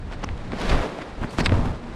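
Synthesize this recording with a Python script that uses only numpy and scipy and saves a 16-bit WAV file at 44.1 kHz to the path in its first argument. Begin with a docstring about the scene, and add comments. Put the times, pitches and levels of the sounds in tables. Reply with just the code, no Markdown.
"""A parachute opens over a meadow, heard from a camera worn by the flyer.
Air rushes and buffets the microphone from the start; cloth rustles and lines hum faintly.
Around 0.7 s the canopy sweeps past with a swish. Folds snap and lines zip as they pull tight.
From 1.4 s the cells fill: the canopy cracks taut, throbs and flutters, then leaves the wind
and one last humming line."""
import sys
import numpy as np
from scipy import signal
from scipy.fft import rfft, irfft
from scipy.io import wavfile
from scipy.ndimage import uniform_filter1d

SR = 44100
rng = np.random.default_rng(int(sys.argv[2]) if len(sys.argv) > 2 else 0)


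def generate_wav(sig):
    """Save sig (samples, or channels by samples) to the path in sys.argv[1] as 16-bit PCM at SR."""
    pcm = np.round(np.clip(np.atleast_2d(sig).T, -1, 1) * 32767).astype(np.int16)
    wavfile.write(sys.argv[1], SR, pcm)


N = 85995

# tone of cloth on cloth, for rubs and snaps (frequency [Hz], relative level [dB])
CLOTH_SPECTRUM = [(100, -12), (300, 6), (1000, 4), (2500, -1), (5000, -11.5), (6500, -18), (8500, -22.5),
                  (11000, -36), (15000, -53)]


def amp(db):
    """Decibels to gain."""
    return 10 ** (np.asarray(db) / 20)


def unit(x):
    """Scales to rms 1."""
    return x / np.sqrt(np.mean(x ** 2) + 1e-20)


def burst(x):
    """Scales a transient so that its energy, spread over 5 ms, has rms 1."""
    return x / np.sqrt(np.sum(x ** 2) / (.005 * SR))


def clock():
    """Time of every sample, in seconds."""
    return np.arange(N) / SR


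def fader(points):
    """Gain along a curve of (time [s], level [dB])."""
    return amp(np.interp(clock(), *np.transpose(points)))


def swell(middle_s, half_s):
    """Bell-shaped fade in and out."""
    return np.exp(-((clock() - middle_s) / half_s) ** 2)


def add(mix, start_s, sound):
    """Drops a sound into the mix."""
    part = mix[round(start_s * SR):][:len(sound)]
    part += sound[:len(part)]


def colour(x, spectrum, tilt_db=0):
    """Equalises x to a spectrum, tilted per octave above 256 Hz, at rms 1."""
    octave = np.log2(np.fft.rfftfreq(N, 1 / SR) + 1)
    hz, db = np.transpose(spectrum)
    curve_db = np.interp(octave, np.log2(hz + 1), db) + tilt_db * np.maximum(octave, np.log2(256))
    low_cut_db = 18 * np.maximum(np.log2(hz[0] + 1) - octave, 0)
    return unit(irfft(rfft(x) * amp(curve_db - low_cut_db), N))


def drift(rate_hz):
    """Random wander of rms 1, mostly slower than rate_hz."""
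    hz = np.fft.rfftfreq(N, 1 / SR)
    return unit(irfft(rfft(rng.standard_normal(N)) / (1 + (hz / rate_hz) ** 4), N))


def crinkle(grainy):
    """Hiss mixed with tiny, uneven slips of cloth; grainy is their share of the power."""
    slips_per_s, spread_db = 2500, 3
    size = amp(spread_db * np.minimum(rng.exponential(1, N), 4))
    slips = size * rng.choice([-1, 1], N) * (rng.random(N) < slips_per_s / SR)
    return np.sqrt(grainy) * unit(slips) + np.sqrt(1 - grainy) * rng.standard_normal(N)


def wind():
    """The bed: an uneven rush of air, and lumpy buffeting at the microphone."""
    # tone of the rush and of the buffeting (frequency [Hz], relative level [dB])
    rush_spectrum = [(80, -12), (130, -3), (220, -4.5), (500, -9.5), (1000, -14.5), (1940, -20),
                     (3100, -27.5), (3750, -27.5), (6500, -39), (8500, -42), (10200, -48.5), (12000, -61),
                     (15500, -92)]
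    buffet_spectrum = [(8, -3), (24, 0.5), (60, -3.5), (100, -9), (190, -17.5), (400, -37), (1500, -71),
                       (15000, -115)]
    # their gusts (time [s], level [dB])
    rush_level = [(0, -42.5), (.2, -39.5), (.45, -38.5), (.55, -36), (1.08, -39.5), (1.18, -37),
                  (1.29, -38.5), (1.35, -35.5), (1.8, -40.5), (1.95, -38)]
    buffet_level = [(0, -32), (.22, -33.5), (.31, -26.5), (.4, -34), (.48, -32.5), (.57, -36.5),
                    (.66, -30.5), (.7, -18.5), (.742, -17), (.775, -22), (.805, -22.5), (.85, -39),
                    (.9, -46.5), (1.09, -44.5), (1.24, -26.5), (1.29, -46), (1.378, -48), (1.39, -26),
                    (1.6, -22), (1.7, -25), (1.8, -41.5), (1.95, -33.5)]
    rush = colour(crinkle(grainy=0.15), rush_spectrum) * fader(rush_level)
    rush *= amp(1.12 * drift(rate_hz=29))
    rumble = colour(rng.standard_normal(N), buffet_spectrum)
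    rumble /= np.sqrt(uniform_filter1d(rumble ** 2, size=3000) + 1e-9)  # levelled ahead of the fader
    return rush + rumble * fader(buffet_level)


def line_hums():
    """Air sheds eddies from a taut line: a faint, wavering low note."""
    # humming lines (middle [s], half length [s], level [dB], pitch [Hz], glide [Hz/s])
    notes = [(.19, .08, -42.5, 170, 1), (0.499, 0.058, -36, 179.2, 30.5), (1.85, 0.067, -39, 238, -60)]
    out, t = np.zeros(N), clock()
    for middle, half, db, hz, glide in notes:
        pitch = hz * (1 + 0.015 * drift(rate_hz=25)) + glide * (t - middle)
        tone = np.sqrt(2) * np.sin(2 * np.pi * np.cumsum(pitch) / SR)
        out += tone * amp(db + 0.68 * drift(rate_hz=34)) * swell(middle, half)
    return out


def line_zips():
    """A line pulling tight runs over cloth: a brief burst of noise in one narrow resonance."""
    # running lines (middle [s], half length [s], level [dB], pitch [Hz], bandwidth [Hz])
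    zips = [(0.7, 0.0033, -37, 4300, 1400), (0.244, 0.0026, -36.5, 5640, 2000),
            (1.018, 0.013, -40, 2093, 300), (1.302, .02, -49.5, 4450, 600),
            (1.412, 0.0013, -32.5, 5400, 800), (1.417, 0.0058, -40.5, 4550, 600),
            (1.44, 0.0022, -42, 5150, 700), (1.451, 0.0025, -33, 5120, 800),
            (1.456, .006, -35.5, 3900, 1000), (1.457, 0.014, -45.5, 8060, 1100)]
    out, t = np.zeros(N), clock()
    for middle, half, db, hz, width in zips:
        fuzz = drift(width / 2) + 1j * drift(width / 2)
        band = (fuzz * np.exp(2j * np.pi * hz * t)).real
        out += band * amp(db) * swell(middle, half)
    return out


def cloth_rubs():
    """Short, grainy strokes of cloth over cloth."""
    # strokes (middle [s], half length [s], level [dB], tilt [dB/octave])
    strokes = [(0.131, .018, -39.5, 0), (0.222, .005, -47, 2), (0.236, 0.0053, -29.5, -2),
               (0.2423, 0.0032, -37, 4), (0.378, 0.0036, -46, 3), (0.532, 0.0072, -28, -4.5),
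               (0.602, .004, -45, 10), (0.618, .004, -35.5, 6), (0.699, 0.0078, -27.5, 2),
               (0.725, 0.011, -26, -3), (1.02, 0.0069, -35.5, -0.5), (1.23, 0.02, -31.5, -3.5),
               (1.234, 0.034, -57, 12), (1.31, .007, -46.5, 7), (1.34, 0.035, -51.5, 12),
               (1.392, 0.016, -35.5, 5.5), (1.403, .012, -50, 29), (1.405, 0.0065, -24.5, 2),
               (1.448, 0.0086, -36, 3), (1.4594, 0.0035, -26.5, 5.5), (1.523, .003, -15, -10),
               (1.657, .012, -57.5, 17), (1.658, 0.0049, -34, -1)]
    return sum(colour(crinkle(grainy=0.68), CLOTH_SPECTRUM, tilt) * amp(db) * swell(middle, half)
               for middle, half, db, tilt in strokes)


def fold_snaps():
    """Each fold jerks taut with a sharp tick and a short spray of creases around its own pitch."""
    # snapping folds (time [s], level over 5 ms [dB], centre [Hz], decay [s])
    snaps = [(.1134, -39, 1100, .001), (0.126, -43.5, 3900, 0.00063), (0.2391, -34, 3520, 0.00035),
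             (0.24, -29.5, 650, .0006), (0.243, -29, 1400, 0.0014), (0.2897, -34, 2400, 0.0003),
             (.52, -33.5, 1530, 0.0013), (0.7202, -28, 1800, 0.002), (.745, -26.5, 900, 0.0023),
             (0.9883, -32, 696, 0.00065), (1.2367, -28.5, 1590, 0.00072), (1.2434, -33, 1600, 0.00064),
             (1.3849, -29.5, 4500, 0.0007), (1.3854, -22.5, 1000, 0.00084), (1.3923, -27.5, 3600, 0.00092),
             (1.399, -42, 2000, .001), (1.409, -32, 1800, 0.0011), (1.4655, -22.5, 2400, 0.0019),
             (1.4942, -28, 2400, 0.002), (1.5204, -29.5, 2140, 0.0027)]
    width_octaves, skirt_db = 0.73, -10
    out, t = np.zeros(N), clock()[:2048]
    hz = np.fft.rfftfreq(len(t), 1 / SR) + 1
    cloth_hz, cloth_db = np.transpose(CLOTH_SPECTRUM)
    cloth = amp(np.interp(np.log(hz), np.log(cloth_hz), cloth_db))
    for start, db, centre, decay in snaps:
        spray = rng.standard_normal(len(t)) * np.exp(-t / decay)
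        spray[0] += 4  # the tick
        gain = cloth * (amp(skirt_db) + np.exp(-(np.log2(hz / centre) / width_octaves) ** 2))
        # a minimum-phase filter keeps the attack sharp
        log_gain = np.log(np.r_[gain, gain[-2:0:-1]])
        response = np.exp(np.conj(signal.hilbert(log_gain)))[:len(hz)]
        add(out, start, amp(db) * burst(irfft(rfft(spray) * response)))
    return out


def air_puffs():
    """One swing of pressure for each big flap; the stretched panel drums briefly after it."""
    # air pushed by the cloth (time [s], peak [dB], width [s])
    puffs = [(.243, -23, .0008), (.69, -20.5, 0.0032), (0.743, -14.5, 0.0036), (.535, -20, 0.00046),
             (1.219, -23, 0.0016), (1.228, -25.5, 0.0014), (1.247, -18, 0.0011), (1.3915, -15, 0.0018),
             (1.412, -17.5, 0.0016), (1.5205, -15.5, 0.0012), (1.593, -17.5, 0.0018),
             (1.671, -20.5, 0.0019)]
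    panel_hz, panel_decay_s, panel_db = 243, .013, -9
    out, t = np.zeros(N), clock()
    drum = np.sin(2 * np.pi * panel_hz * t) * np.exp(-t / panel_decay_s)
    for time, db, width in puffs:
        offset = (t - time) / width
        out += amp(db) * offset * np.exp((1 - offset ** 2) / 2)
        add(out, time, amp(db + panel_db) * drum)
    return out


def canopy_swish():
    """The canopy slides past, its tone crossfading from coming to going."""
    # tone as it comes and as it goes (frequency [Hz], relative level [dB])
    coming_spectrum = [(88, -19), (150, -2.5), (200, -3.5), (270, -11), (600, -10), (4060, -25.5),
                       (10700, -46.5), (15500, -70)]
    going_spectrum = [(88, -17), (150, -4), (220, -5.5), (430, -2), (643, -7), (900, -9), (3690, -24.5),
                      (10100, -43.5), (15500, -66)]
    # rise and fall of the pass (time [s], level [dB])
    pass_level = [(.48, -64), (.55, -38.5), (.61, -29), (.67, -27.5), (.725, -21.5), (.77, -26.5),
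                  (.83, -25.5), (.9, -33.5), (1.0, -36), (1.12, -43), (1.2, -59)]
    pass_s, crossfade_s = 0.72, 0.029
    away = .5 + .5 * np.tanh((clock() - pass_s) / crossfade_s)
    coming = np.sqrt(1 - away) * colour(crinkle(grainy=.5), coming_spectrum)
    going = np.sqrt(away) * colour(crinkle(grainy=0.32), going_spectrum)
    return (coming + going) * fader(pass_level) * amp(0.94 * drift(rate_hz=48))


def canopy_flutter():
    """The edge flaps unevenly, throbbing and chopping the noise of the filling cells."""
    # tone of the filling canopy (frequency [Hz], relative level [dB])
    fill_spectrum = [(76, -8), (130, -2.5), (228, -6.5), (391, -11.5), (942, -13.5), (1620, -26),
                     (2230, -28.5), (8680, -48), (11300, -56), (15500, -85)]
    # its surges (time [s], level [dB])
    fill_level = [(1.38, -55), (1.388, -21), (1.43, -28.5), (1.49, -32), (1.535, -24), (1.62, -29),
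                  (1.68, -29.5), (1.73, -34), (1.78, -43.5)]
    flap_hz, wander, chop_depth, throb_db = 92.03, 0.15, 0.21, -19
    flap_rate = flap_hz * (1 + wander * drift(rate_hz=40.3))
    flap = np.sin(2 * np.pi * np.cumsum(flap_rate) / SR)
    cloth = colour(crinkle(grainy=0.22), fill_spectrum) * (1 + chop_depth * flap) * fader(fill_level)
    throb = unit(flap) * amp(throb_db) * swell(middle_s=1.535, half_s=0.04)
    return cloth + throb


def canopy_crack():
    """The canopy cracks taut: a whip-like jerk and its dying rustle ring a few short resonances."""
    # ring of the taut canopy (frequency [Hz], bandwidth [Hz], relative level [dB])
    modes = [(1180, 110, -3.5), (1690, 130, -6), (2200, 180, -1), (2580, 190, -1), (3190, 310, -2),
             (3800, 240, 0.5), (4280, 320, -3), (4900, 260, -4), (8550, 570, -10)]
    start_s, level_db, rustle_decay_s, muffle_hz = 1.4598, -16, 0.0045, 8000
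    out, t = np.zeros(N), clock()[:2500]
    strike = 0.14 * rng.standard_normal(len(t)) * np.exp(-t / rustle_decay_s)
    strike[0] += 1  # the jerk
    ring = sum((-1) ** k * amp(db) * np.sin(2 * np.pi * hz * t) * np.exp(-np.pi * width * t)
               for k, (hz, width, db) in enumerate(modes))
    crack = signal.fftconvolve(strike, ring)[:len(t)]
    muffled = signal.lfilter(*signal.butter(2, muffle_hz, fs=SR), crack)
    add(out, start_s, amp(level_db) * burst(muffled))
    return out


def scene():
    """Wind, lines and cloth at one microphone in open air."""
    sustained = wind() + line_hums() + canopy_swish() + canopy_flutter()
    transients = cloth_rubs() + fold_snaps() + line_zips() + air_puffs() + canopy_crack()
    return (sustained + transients)[None]


def record(dry):
    """The microphone dulls the highest treble, and a steep low-pass cuts off the top."""
    dull_from_hz, cutoff_hz, loss_db = 12500, 15700, -3
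    hz = np.fft.rfftfreq(N, 1 / SR)
    rolloff = amp(np.interp(hz, [dull_from_hz, cutoff_hz], [0, loss_db]))
    dull = irfft(rfft(dry) * rolloff, N)
    low_pass = signal.firwin(511, cutoff_hz, window=("kaiser", 9), fs=SR)
    return signal.oaconvolve(dull, low_pass[None], "same")


dry = scene()
out = record(dry)
generate_wav(out)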